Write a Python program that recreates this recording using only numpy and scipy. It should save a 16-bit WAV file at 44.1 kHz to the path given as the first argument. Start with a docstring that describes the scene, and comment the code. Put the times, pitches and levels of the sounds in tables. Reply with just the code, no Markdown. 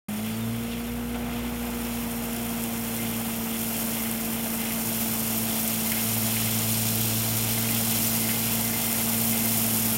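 """Outdoors in tall grass, a ride-on flail mower revs up and drives slowly closer.
Exhaust and rotor drone at multiples of the shaft speed, valves clatter, and churned air roars.
The flails shred stalks in a crackling hiss that pulses with the drone; dry stems crack above it.
Loose steel jingles and knocks on the deck. At first a thin whine and a far bird are heard."""
import sys
import numpy as np
from scipy import signal
from scipy.fft import rfft, irfft, next_fast_len
from scipy.io import wavfile
from scipy.ndimage import map_coordinates

SR = 44100
rng = np.random.default_rng(int(sys.argv[2]) if len(sys.argv) > 2 else 0)


def generate_wav(signal):
    """Clip the signal to [-1, 1] and save it as 16-bit WAV at the path in sys.argv[1]."""
    frames = np.transpose(np.atleast_2d(signal))
    scaled = np.clip(frames, -1, 1) * 32767
    pcm = np.round(scaled).astype(np.int16)
    wavfile.write(sys.argv[1], SR, pcm)


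N = 439677
TIME = np.arange(N) / SR


def from_db(db):
    """Decibels to gain."""
    return 10 ** (np.asarray(db) / 20)


def unit_rms(x):
    """Scale to rms 1."""
    return x / np.sqrt(np.mean(x ** 2) + 1e-20)


def curve(rows):
    """Interpolate (time_s, value) rows per sample."""
    return np.interp(TIME, *np.transpose(rows))


def bell(x, centre, half_width):
    """Gaussian hump, height 1."""
    return np.exp(-((x - centre) / half_width) ** 2)


def drift(rate_hz):
    """Slow random wander, rms 1."""
    step, warmup = 40, 2000
    pole = np.exp(-2 * np.pi * rate_hz * step / SR)
    noise = rng.standard_normal(N // step + warmup + 2)
    slow = signal.lfilter([1], [1, -2 * pole, pole * pole], noise)[warmup:]
    return np.interp(np.arange(N) / step, np.arange(len(slow)), unit_rms(slow))


def coloured(x, spectrum):
    """Shape x by a spectrum with 12 dB/octave skirts; rms 1."""
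    hz, db = np.transpose(spectrum)
    size = next_fast_len(N)
    bin_hz = np.maximum(np.arange(size // 2 + 1) * SR / size, 1)
    gain = from_db(np.interp(np.log(bin_hz), np.log(hz), db))
    skirts = np.minimum(bin_hz / hz[0], 1) ** 2 * np.minimum(hz[-1] / bin_hz, 1) ** 2
    return unit_rms(irfft(rfft(x, size) * gain * skirts, size)[:N])


def grains(per_s, spread_db):
    """Random clicks, most small, a few large; rms 1."""
    sizes = from_db(spread_db * np.minimum(rng.exponential(1, N), 6))
    return unit_rms(sizes * rng.choice([-1, 1], N) * (rng.random(N) < per_s / SR))


def ring(clicks, hz, t60_s):
    """One mode: a unit click starts a decaying sine of height 1."""
    pole, angle = np.exp(-np.log(1000) / (t60_s * SR)), 2 * np.pi * hz / SR
    return signal.lfilter([0, np.sin(angle)], [1, -2 * pole * np.cos(angle), pole * pole], clicks + 1e-18)


def approach_db(start_m=19.2, speed_m_per_s=0.67):
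    """Inverse-distance gain of a head-on approach."""
    return 20 * np.log10(start_m / (start_m - speed_m_per_s * TIME))


def load_db(free_db, bite_s=1.135, rise_s=0.017):
    """Rotor load: free_db running free, 0 dB once in the grass."""
    return np.interp(TIME, [bite_s, bite_s + rise_s], [free_db, 0])


def rasp_db(centre_s=1.152, half_width_s=0.0084, boost_db=6):
    """Brief burst as the flails first meet the grass."""
    return boost_db * bell(TIME, centre_s, half_width_s)


def partial(cycles, level_db, rough):
    """One drone line; uneven firings shake its amplitude and phase."""
    angle = 2 * np.pi * cycles
    in_phase = (1 + rough * drift(19.5)) * np.cos(angle)
    quadrature = rough * drift(22) * np.sin(angle)
    return from_db(level_db) * np.sqrt(2) * (in_phase + quadrature)


# Engine speed: time_s, shaft_hz
SHAFT_SPEED = [(0.09, 51.68), (0.26, 54.81), (0.55, 57.86), (0.95, 59.35), (1.5, 59.55), (2.1, 58.49),
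               (3.0, 57.34), (3.85, 56.66), (4.5, 56.85), (5.5, 56.02), (6.4, 55.59), (7.2, 55.92),
               (7.8, 56.6), (8.15, 56.33), (8.85, 56.93), (9.6, 56.43), (9.95, 55.89)]
# Hum at 2x shaft speed: time_s, relative_db
HUM_LEVEL = [(0.15, -45.3), (0.48, -32), (0.72, -45), (2.6, -46.5), (3.08, -39), (3.4, -45), (4.6, -48.5),
             (5.1, -41.5), (5.5, -40.5), (5.85, -44), (6.15, -34), (7.1, -31), (8.85, -39.1), (9.7, -36.4)]
# Main tone at 4x shaft speed: time_s, relative_db
MAIN_TONE_LEVEL = [(0.1, -30.5), (0.65, -32.5), (6.96, -32.5), (7.4, -35.5), (7.78, -31.5), (8.88, -33.5),
                   (9.23, -30), (9.95, -31.5)]
# Weak partials: shaft_multiple, loaded_level_db
WEAK_PARTIALS = [(2.5, -55), (3, -51), (5, -56.5), (5.5, -61.5), (6, -52), (12, -53.5)]


def drone(turns, exhaust_hz=59.5, working_hz=56.2, buzz_db_per_hz=1.1):
    """Shaft-locked exhaust and rotor tones; the lowest throbs near an exhaust resonance."""
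    shaft_hz = curve(SHAFT_SPEED)
    throb_db = -50.5 + 10.5 * bell(shaft_hz, exhaust_hz, half_width=1.63)
    buzz_db = -47.5 + buzz_db_per_hz * (shaft_hz - working_hz)
    out = partial(turns, throb_db, rough=0.12)
    out += partial(2 * turns + rng.random(), curve(HUM_LEVEL) - 0.3, rough=0.024)
    out += partial(4 * turns, curve(MAIN_TONE_LEVEL) - 0.1, rough=0.032)
    out += partial(8 * turns + rng.random(), buzz_db, rough=0.092)
    for multiple, level_db in WEAK_PARTIALS:
        out += partial(multiple * turns + rng.random(), level_db + load_db(free_db=-4), rough=0.53)
    return out


# Exhaust noise: freq_hz, relative_db
RUMBLE_SPECTRUM = [(25, -41), (45, -12), (75, -12.5), (110, -4), (165, -4.5), (205, -2.5), (270, -5.5),
                   (350, -8.5), (410, -13.5), (520, -26)]


def exhaust_rumble(start_db=-42.5):
    """Low exhaust noise, louder as the mower nears."""
    return from_db(start_db + approach_db()) * coloured(rng.standard_normal(N), RUMBLE_SPECTRUM)


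# Churned air: freq_hz, relative_db
ROAR_SPECTRUM = [(300, -17), (480, 0), (680, 2.5), (1000, -3.5), (1450, -2.5), (1750, -6.5), (2400, -5),
                 (4000, -24)]


def rotor_roar(shaft_beat, base_db=-41):
    """The rotor churns air; under load the hollow of the deck booms."""
    air = rng.standard_normal((2, N)) * from_db(drift(48) + 0.2 * shaft_beat)
    cavity = unit_rms(np.gradient(ring(air[1], hz=775, t60_s=0.0091)))
    boom = from_db(-6 + load_db(free_db=-8)) * cavity
    gain_db = base_db + load_db(free_db=-2) + rasp_db() + 0.58 * approach_db()
    return from_db(gain_db) * (coloured(air[0], ROAR_SPECTRUM) + boom)


# Valve ticks: freq_hz, relative_db
CLATTER_SPECTRUM = [(1200, -26), (1900, -14), (2300, -5.5), (2650, -1.5), (3300, -2), (3550, -3.5),
                    (3850, -9.5), (5000, -13), (9000, -18)]
# Single grass tufts: centre_s, boost_db, half_width_s
TUFT_SURGES = [(0.313, 4.5, 0.07), (0.73, 5.5, 0.079), (1.34, 6.5, 0.06)]


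def valve_clatter(shaft_beat, base_db=-41.5):
    """Ticks swell once a turn and grow with the load of grass, thick stems and tufts."""
    ticks = grains(per_s=8000, spread_db=1.55) * from_db(0.67 * shaft_beat + 1.35 * drift(14))
    grass_db, thick_db = curve(HISS_LEVEL), curve(CRUNCH_LEVEL)
    work_db = 0.57 * (grass_db - grass_db.mean()) + 0.13 * (thick_db - thick_db.mean())
    surge_db = sum(db * bell(TIME, centre_s, half_s) for centre_s, db, half_s in TUFT_SURGES)
    return from_db(base_db + work_db + surge_db + rasp_db()) * coloured(ticks, CLATTER_SPECTRUM)


# Amount of grass being cut: time_s, relative_db
HISS_LEVEL = [(0.1, -42.5), (1.2, -46.5), (1.9, -39.5), (2.8, -36.8), (3.0, -34.5), (3.45, -35.5),
              (3.8, -31.5), (4.1, -34.5), (4.5, -34), (4.95, -31), (5.4, -31), (5.9, -30), (6.9, -29.4),
              (7.15, -31), (8.0, -28.5), (8.7, -29.5), (9.6, -27), (9.95, -28.5)]
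# Shredded stalks: freq_hz, relative_db
HISS_SPECTRUM = [(2300, -32), (3500, -21), (4200, -4), (5400, -0.6), (7000, -.5), (9000, 0.5), (11200, 2),
                 (13200, 3), (15800, 1)]
# Share of thick stems: time_s, level_re_hiss_db
CRUNCH_LEVEL = [(1.5, -7), (3.5, -16), (5.2, -11.5), (7.1, -4), (9.9, -12.5)]
# Thick stems breaking: freq_hz, relative_db
CRUNCH_SPECTRUM = [(1000, -26), (2500, 2.5), (4300, 8.5), (15000, 3.5)]


def grass_cutting(turns, shaft_beat):
    """Stalks snap in four bursts a turn over a spray of clippings; thick stems crunch."""
    bursts = from_db(2.3 * np.cos(2 * np.pi * 4 * turns) + 0.27 * shaft_beat + 0.78 * drift(40))
    snaps = sum(unit_rms(ring(grains(per_s=750, spread_db=3), hz, t60_s=0.00046))
                for hz in np.geomspace(9300, 15000, num=5))
    spray = rng.standard_normal(N)
    hiss = coloured(bursts * (unit_rms(snaps) + spray), HISS_SPECTRUM)
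    crunch = coloured(bursts * grains(per_s=8000, spread_db=1.5), CRUNCH_SPECTRUM)
    direct = hiss + from_db(curve(CRUNCH_LEVEL)) * crunch
    return from_db(curve(HISS_LEVEL) + 2) * (direct + ground_bounce(direct))


def ground_bounce(direct, gain_db=-13.5):
    """Weak ground reflection; its lag grows as the mower nears."""
    lag_s = np.linspace(0.0018, 0.0027, N)
    return from_db(gain_db) * map_coordinates(direct, [(TIME - lag_s) * SR], order=3)


# Treble notches: centre_hz, half_width_hz, gain_db
NOTCHES = [(3780, 125, -2.5), (4500, 190, -5.5), (4970, 170, -3), (6200, 260, -4), (7870, 330, -4),
           (10250, 310, -6), (12600, 170, -3), (14500, 400, -0.5)]


def reflection_notches(x):
    """Short reflections cancel narrow treble bands."""
    size = next_fast_len(N)
    bin_hz = np.arange(size // 2 + 1) * SR / size
    dips_db = sum(db * bell(bin_hz, hz, half_hz) for hz, half_hz, db in NOTCHES)
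    return irfft(rfft(x, size) * from_db(dips_db), size)[:N]


def whine(pitch_hz=9658, start_db=-49, decay_s=0.45):
    """Thin, unsteady whine that dies away."""
    tone = unit_rms(ring(rng.standard_normal(N), pitch_hz, t60_s=0.054))
    return from_db(start_db) * np.exp(-TIME / decay_s) * tone


# Steel deck resonances: pitch_hz, relative_db, t60_s
DECK_MODES = [(1756, -6, 0.056), (1990, -6, 0.019), (2090, 6, 0.05), (2097, 6.5, .05), (2580, -8, 0.029),
              (2800, -13, .02)]


def deck_jingle(base_db=-55, shake_db=8, shake_half_width_s=0.14):
    """Loose steel touches the deck lightly, harder around each knock."""
    touches = grains(per_s=350, spread_db=1.5)
    jingle = sum(from_db(db) * ring(touches * rng.standard_normal(N), hz, t60_s)
                 for hz, db, t60_s in DECK_MODES)
    shaken = np.max([bell(TIME, start_s, shake_half_width_s) for start_s, _ in DECK_KNOCKS], axis=0)
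    level_db = base_db + 1.34 * approach_db() + shake_db * shaken + 1.1 * drift(5.4)
    return from_db(level_db) * unit_rms(jingle)


# Bird calls: start_s, level_db
CALLS = [(0.32, -48), (0.777, -52)]
# Slurs of one call: delay_s, start_hz, end_hz, offset_db
SLURS = [(0, 4760, 4500, -1), (0.075, 3850, 3500, 3)]


def bird(slur_s=0.064):
    """A far bird calls twice, two falling slurs each time."""
    out = np.zeros(N)
    for start_s, level_db in CALLS:
        for delay_s, start_hz, end_hz, offset_db in SLURS:
            progress = np.clip((TIME - start_s - delay_s) / slur_s, 0, 1)
            pitch_hz = end_hz + (start_hz - end_hz) * (1 - progress) ** 1.7
            envelope = from_db(level_db + offset_db) * np.sin(np.pi * progress)
            out += envelope * np.sin(2 * np.pi * np.cumsum(pitch_hz) / SR)
    return out


# Dry stems breaking: start_s, peak_db, pitch_hz
DRY_STEMS = [(2.639, -9.5, 10500), (2.950, -16, 13000), (4.114, -8, 10500), (5.632, -11, 11500),
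             (5.677, -7, 10000), (6.956, -5, 13500)]


def stem_cracks(splinter_decay_s=0.0004):
    """A dry stem breaks with one sharp snap and a few splinters."""
    out, age_s = np.zeros(N), TIME[:SR // 100]
    for start_s, peak_db, pitch_hz in DRY_STEMS:
        highpass = signal.butter(4, 0.7 * pitch_hz, "high", fs=SR, output="sos")
        snap = age_s == 0
        splinters = 0.2 * rng.standard_normal(len(age_s)) * np.exp(-age_s / splinter_decay_s)
        crack = signal.sosfilt(highpass, ring(snap + splinters, pitch_hz, t60_s=0.0004))
        at = round(start_s * SR)
        out[at:at + len(age_s)] += from_db(peak_db) * crack / np.abs(crack).max()
    return out


# Hard blows of loose steel: start_s, relative_db
DECK_KNOCKS = [(3.0184, -29), (4.0512, -27), (4.6523, -27), (4.7037, -23), (5.9165, -18), (5.9698, -26),
               (6.3629, -21), (6.4163, -26), (7.635, -24), (7.6869, -22), (8.1718, -32), (8.2906, -18),
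               (8.7291, -25), (8.9441, -23), (9.3985, -28)]


def deck_knocks(scuff_decay_s=0.014, clack_gain_db=25, ring_gain_db=-7):
    """Loose steel strikes and scuffs the deck: a broad clack plus ringing modes."""
    blows, age_s = np.zeros(N), TIME[:SR // 10]
    for start_s, relative_db in DECK_KNOCKS:
        contact = rng.standard_normal(len(age_s)) * np.exp(-age_s / scuff_decay_s)
        at = round(start_s * SR)
        blows[at:at + len(age_s)] += from_db(relative_db) * contact / np.linalg.norm(contact)
    clack = signal.sosfilt(signal.butter(3, [1600, 3100], "band", fs=SR, output="sos"), blows)
    ringing = sum((-1) ** k * from_db(db) * ring(blows, hz, t60_s)
                  for k, (hz, db, t60_s) in enumerate(DECK_MODES))
    return from_db(clack_gain_db) * clack + from_db(ring_gain_db) * ringing


def scene():
    """Mower and bird, mono; one shaft angle drives drone, roar, clatter and cutting."""
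    turns = np.cumsum(curve(SHAFT_SPEED) * (1 + 0.00087 * drift(4.9))) / SR
    shaft_beat = np.cos(2 * np.pi * turns)
    machine = exhaust_rumble() + rotor_roar(shaft_beat) + valve_clatter(shaft_beat)
    noise = reflection_notches(machine + grass_cutting(turns, shaft_beat))
    mower = noise + drone(turns) + stem_cracks() + deck_knocks() + deck_jingle() + whine()
    return (mower + bird())[None]


def record(dry):
    """Brief silence, fast fade-in, steep low-pass."""
    start_s, fade_s, cutoff_hz = 0.084, 0.002, 15800
    fade_in = np.clip((TIME - start_s) / fade_s, 0, 1)
    lowpass = signal.ellip(12, 0.1, 80, cutoff_hz, fs=SR, output="sos")
    return signal.sosfilt(lowpass, dry * fade_in)


dry = scene()
out = record(dry)
generate_wav(out)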